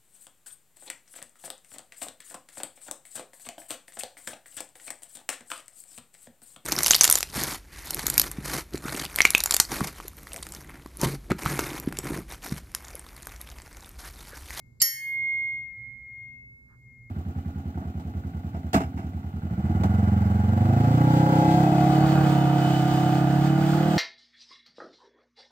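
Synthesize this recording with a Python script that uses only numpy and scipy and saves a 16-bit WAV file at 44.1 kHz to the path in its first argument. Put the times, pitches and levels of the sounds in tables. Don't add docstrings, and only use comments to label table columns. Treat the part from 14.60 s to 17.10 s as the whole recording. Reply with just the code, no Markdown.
import sys
import numpy as np
from scipy import signal
from scipy.fft import rfft, irfft
from scipy.io import wavfile
from scipy.ndimage import uniform_filter1d

SR = 44100
rng = np.random.default_rng(int(sys.argv[2]) if len(sys.argv) > 2 else 0)


def dump(signal):
    limited = np.clip(np.atleast_2d(signal).T, -1, 1)
    pcm = np.round(limited * 32767).astype(np.int16)
    wavfile.write(sys.argv[1], SR, pcm)


def boost(x):
    u = np.asarray(x, float) / 20
    return 10 ** u


N = 110250
T = np.arange(N) / SR
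SIDES = np.array([[.5], [-.5]])
STRIKE_S, CONTACT_S = .2172, 0.0004

# (centre [Hz], width [Hz], crack level [dB], tail level [dB], tail t60 [s])
CROWDS = [(171.1, 140, -33.5, -65.5, .08), (549, 60, -58, -69, 0.21), (1279.4, 440, -46, -55, .35),
          (2030, 400, -37.5, -49.5, .4), (2950, 300, -34.5, -56, 0.66), (4534, 450, -26, -38.5, 0.551),
          (5520, 430, -27, -46.5, 0.64), (6564, 600, -24, -45, .52), (7300, 410, -24.5, -45.5, 0.52),
          (9440, 730, -23, -38, .3), (10700, 400, -25, -47, 0.16), (11500, 540, -20.5, -46, .2),
          (13100, 800, -21.5, -42, 0.18), (14100, 400, -36, -48.5, 0.14), (14900, 1000, -41, -82.5, .02)]


def rms_one(x):
    return x / np.sqrt(np.mean(x ** 2) + 1e-20)


def in_time(rows, smooth_s=0.038):
    s, *columns = np.transpose(rows)
    return [uniform_filter1d(np.interp(T, s, c), size=int(smooth_s * SR)) for c in columns]


def at_hz(points, hz):
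    table_hz, values = np.transpose(points)
    return np.interp(np.log(hz), np.log(table_hz), values)


def band(x, low_hz, high_hz):
    edges_hz = [max(low_hz, 20), min(high_hz, .49 * SR)]
    return signal.sosfilt(signal.butter(2, edges_hz, "band", fs=SR, output="sos"), x)


def stereo(mid, side, alike):
    alike = np.clip(alike, -1, 1)
    return np.sqrt(1 + alike) * mid + np.sqrt(1 - alike) * side * [[1], [-1]]


def coloured(spectrum, likeness):
    hz = np.maximum(np.arange(N // 2 + 1) * SR / N, 10)
    mid, side = rfft(rng.standard_normal((2, N)))
    both = boost(at_hz(spectrum, hz)) * stereo(mid, side, at_hz(likeness, hz))
    return rms_one(irfft(both, N))


def crowd(hz, width_hz, alike):
    mid, side = rng.standard_normal((2, N))
    x = band(stereo(mid, side, alike), hz - width_hz / 2, hz + width_hz / 2)
    return rms_one(band(x, hz - width_hz, hz + width_hz))


def tone(hz, level_db, pan_db, lead):
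    phase = 2 * np.pi * hz * (T - STRIKE_S) + lead * SIDES
    return np.sqrt(2) * boost(level_db + pan_db * SIDES) * np.sin(phase)


def dying(t60):
    since = np.maximum(T - STRIKE_S, 0)
    rise = np.sin(np.pi / 2 * np.minimum(since / CONTACT_S, 1)) ** 2
    return rise * boost(-60 * since / t60)


def workshop():
    # (frequency [Hz], level per Hz [dB])
    rumble = [(12, -45), (20, -20), (92, -8.5), (124, 2.5), (146, -13), (241, -15.5), (302, -25),
              (370, -23), (1700, -49), (2210, -87), (3740, -120)]
    hiss = [(1800, -1.5), (3000, -16.5), (4600, -4.5), (6000, -7.5), (7300, 1), (9000, -18), (11500, -4.5),
            (15500, -21.5)]
    # (frequency [Hz], width [Hz], level [dB])
    hum_bands = [
        (60, 27, -63.5),
        (117.94, 32, -62.5),
        (239.26, 8, -72.5),
    ]
    # (frequency [Hz], left-right likeness [-1 to 1])
    likeness = [(60, .9), (130, .9), (290, .5), (640, -0.61), (1400, .1), (5000, .1), (9000, -0.59),
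                (13000, 0.68)]
    hum = 0
    for hz, width_hz, db in hum_bands:
        noise = rng.standard_normal(N + SR)
        hum = hum + boost(db) * rms_one(band(noise, hz - width_hz / 2, hz + width_hz / 2)[SR:])
    low = boost(-58) * coloured(rumble, likeness) + hum
    return low * boost(-2.0 * SIDES) + boost(-80.5) * coloured(hiss, likeness)


def long_ring():
    # (time [s], level [dB], left-right [dB])
    earlier = [
        (0, -64, 5),
        (.08, -69.5, 10.5),
        (.21, -78.5, 2.5),
    ]
    # (time [s], level [dB], left-right [dB])
    turn_path = [(0.24, -43.5, -5.5), (0.33, -47, -2), (0.46, -33, -1.5), (0.55, -29.5, -4.0),
                 (0.7, -27, -3.0), (0.87, -29.5, -3.0), (0.97, -33, -1.5), (1.11, -44.5, 12),
                 (1.18, -42, -3.5), (1.26, -42, -7.5), (1.37, -47.5, -10), (1.48, -44.5, 4),
                 (1.62, -42.5, 4.0), (1.76, -48.5, 7), (1.91, -51, -1.5), (2.17, -63.5, -4.5),
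                 (2.28, -56, 8.0), (2.5, -55, 2.5)]
    # (time [s], left lead [rad])
    lead_path = [(.2, .9), (1.05, 1.0), (1.14, -.3), (1.45, -.3), (1.68, 1.0), (1.84, 2.6), (1.9, 3.1),
                 (2.0, 3.5), (2.08, 2.7), (2.16, 2.3), (2.28, 0.), (2.5, 0.)]
    ring_hz = 2144.1
    old_db, old_pan = in_time(earlier)
    db, pan = in_time(turn_path)
    lead, = in_time(lead_path)
    old_ring = tone(ring_hz, old_db, old_pan, 1.9)
    return np.where(T < STRIKE_S, old_ring, tone(ring_hz, db, pan, lead))


def nail_drag():
    # (centre [Hz], width [Hz], level [dB], left-right [dB])
    scrape = [
        (2500, 1200, -47, -6),
        (4683, 850, -31, -4.5),
        (7345, 450, -31, 1.5),
    ]
    rise_s = 0.12
    since = T - STRIKE_S
    touch_down = np.clip(since / 0.0043 + 4, 0, 1)
    swell = (since < 0) * boost(60 * np.minimum(since, 0) / rise_s) * touch_down
    return swell * sum(boost(db + pan * SIDES) * crowd(hz, width_hz, 0) for hz, width_hz, db, pan in scrape)


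def contact_crack():
    hold_s, t60_s = 0.0096, .015
    since = T - STRIKE_S
    burst = np.clip(since / CONTACT_S, 0, 1) * boost(-60 * np.maximum(since - hold_s, 0) / t60_s)
    return burst * sum(boost(crack_db) * crowd(hz, 0.77 * width_hz, .3)
                       for hz, width_hz, crack_db, _, _ in CROWDS)


def room_answer():
    tail = sum(boost(tail_db) * dying(t60) * crowd(hz, width_hz, .3)
               for hz, width_hz, _, tail_db, t60 in CROWDS)
    return signal.sosfilt(signal.cheby2(8, 50, 14600, fs=SR, output="sos"), tail)


def short_modes():
    head_hz = [540, 1709, 1891, 3137, 4535, 4590, 5496, 6570, 8975, 9455, 11062, 11477, 13372, 13772]
    bit_hz = [2800, 3913, 4492, 4950, 6970, 7614, 10592, 11481, 12578, 14250]
    # (level [dB], t60 [s], left-right
    # [dB], left lead [rad])
    steel_modes = [(-55.5, 0.23, -7, -1.3), (-52.5, 3.4, 1, 1.19), (-39.5, 0.73, 3.5, -0.3),
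                   (-43.5, 0.68, 4, 0.5), (-40, 0.33, -5, .6), (-40.5, 0.35, -3, -0.67),
                   (-23, 0.27, -1, -5.14), (-30, 0.43, -4.5, -2), (-37.5, 0.25, -3, 3.5),
                   (-33.5, 0.25, -10.5, 9), (-32, 0.33, -5.5, -0.04), (-30.5, 0.67, 9, 3.82),
                   (-30, .3, -1.5, 1.4), (-37.5, 0.3104, 6, 0.6),
                   (-54.5, .25, 2, 0.34), (-46, .25, -2.5, .4), (-34.5, .3, 8.5, 0.26), (-58, 0.27, 2.5, .3),
                 (-34, .22, 3, .3), (-47.5, 0.26, 0.5, 0.42), (-38, .21, -10, .3), (-23.5, 0.31, -5.5, .7),
                 (-39.5, .12, -1, .3), (-48, .15, -5.5, .3)]
    room_db, room_t60_s = -13, 0.41
    grip_s, grip_db_s = 0.54, 131.5
    steel = 0
    for hz, (db, t60, pan, lead) in zip(head_hz + bit_hz, steel_modes):
        steel = steel + tone(hz, db, pan, lead) * dying(t60)
    s = T[:SR // 2]
    echoes = rng.standard_normal((2, len(s))) * boost(-60 * s / room_t60_s)
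    echoes = echoes * (s > .004)
    echoes = echoes / np.sqrt(np.sum(echoes ** 2, axis=1, keepdims=True))
    wet = steel + boost(room_db) * signal.fftconvolve(steel, echoes, axes=1)[:, :N]
    return wet * boost(-grip_db_s * np.maximum(T - grip_s, 0))


def cloth():
    since = T - 2.125
    stroke = np.exp(-(since / .035) ** 4)
    skirt = 0.75 * np.exp(-(since / 0.049) ** 2)
    return boost(-72) * (stroke + skirt) * crowd(1300, 700, 0)


def scene():
    flick = nail_drag() + contact_crack() + room_answer()
    return workshop() + long_ring() + flick + short_modes() + cloth()


def low_pass(x):
    return signal.sosfilt(signal.butter(12, 16800, fs=SR, output="sos"), x)


def record(dry):
    knee_db, share, release_db_s, attack_s = -55, .36, 200, .012
    bright = signal.sosfilt(signal.butter(6, 4000, "high", fs=SR, output="sos"), dry)
    power = uniform_filter1d(np.mean(bright ** 2, axis=0), size=400, origin=199)
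    level_db = 10 * np.log10(power + 1e-12)
    held_db = np.maximum.accumulate(level_db + release_db_s * T) - release_db_s * T
    r = np.exp(-1 / (attack_s * SR))
    cut_db = signal.lfilter([1 - r], [1, -r], share * np.maximum(held_db - knee_db, 0))
    bass = signal.sosfiltfilt(signal.butter(2, 450, fs=SR, output="sos"), dry)
    mix = dry - bass * (1 - boost(-cut_db))
    return low_pass(mix)


dry = scene()
out = record(dry)
dump(out)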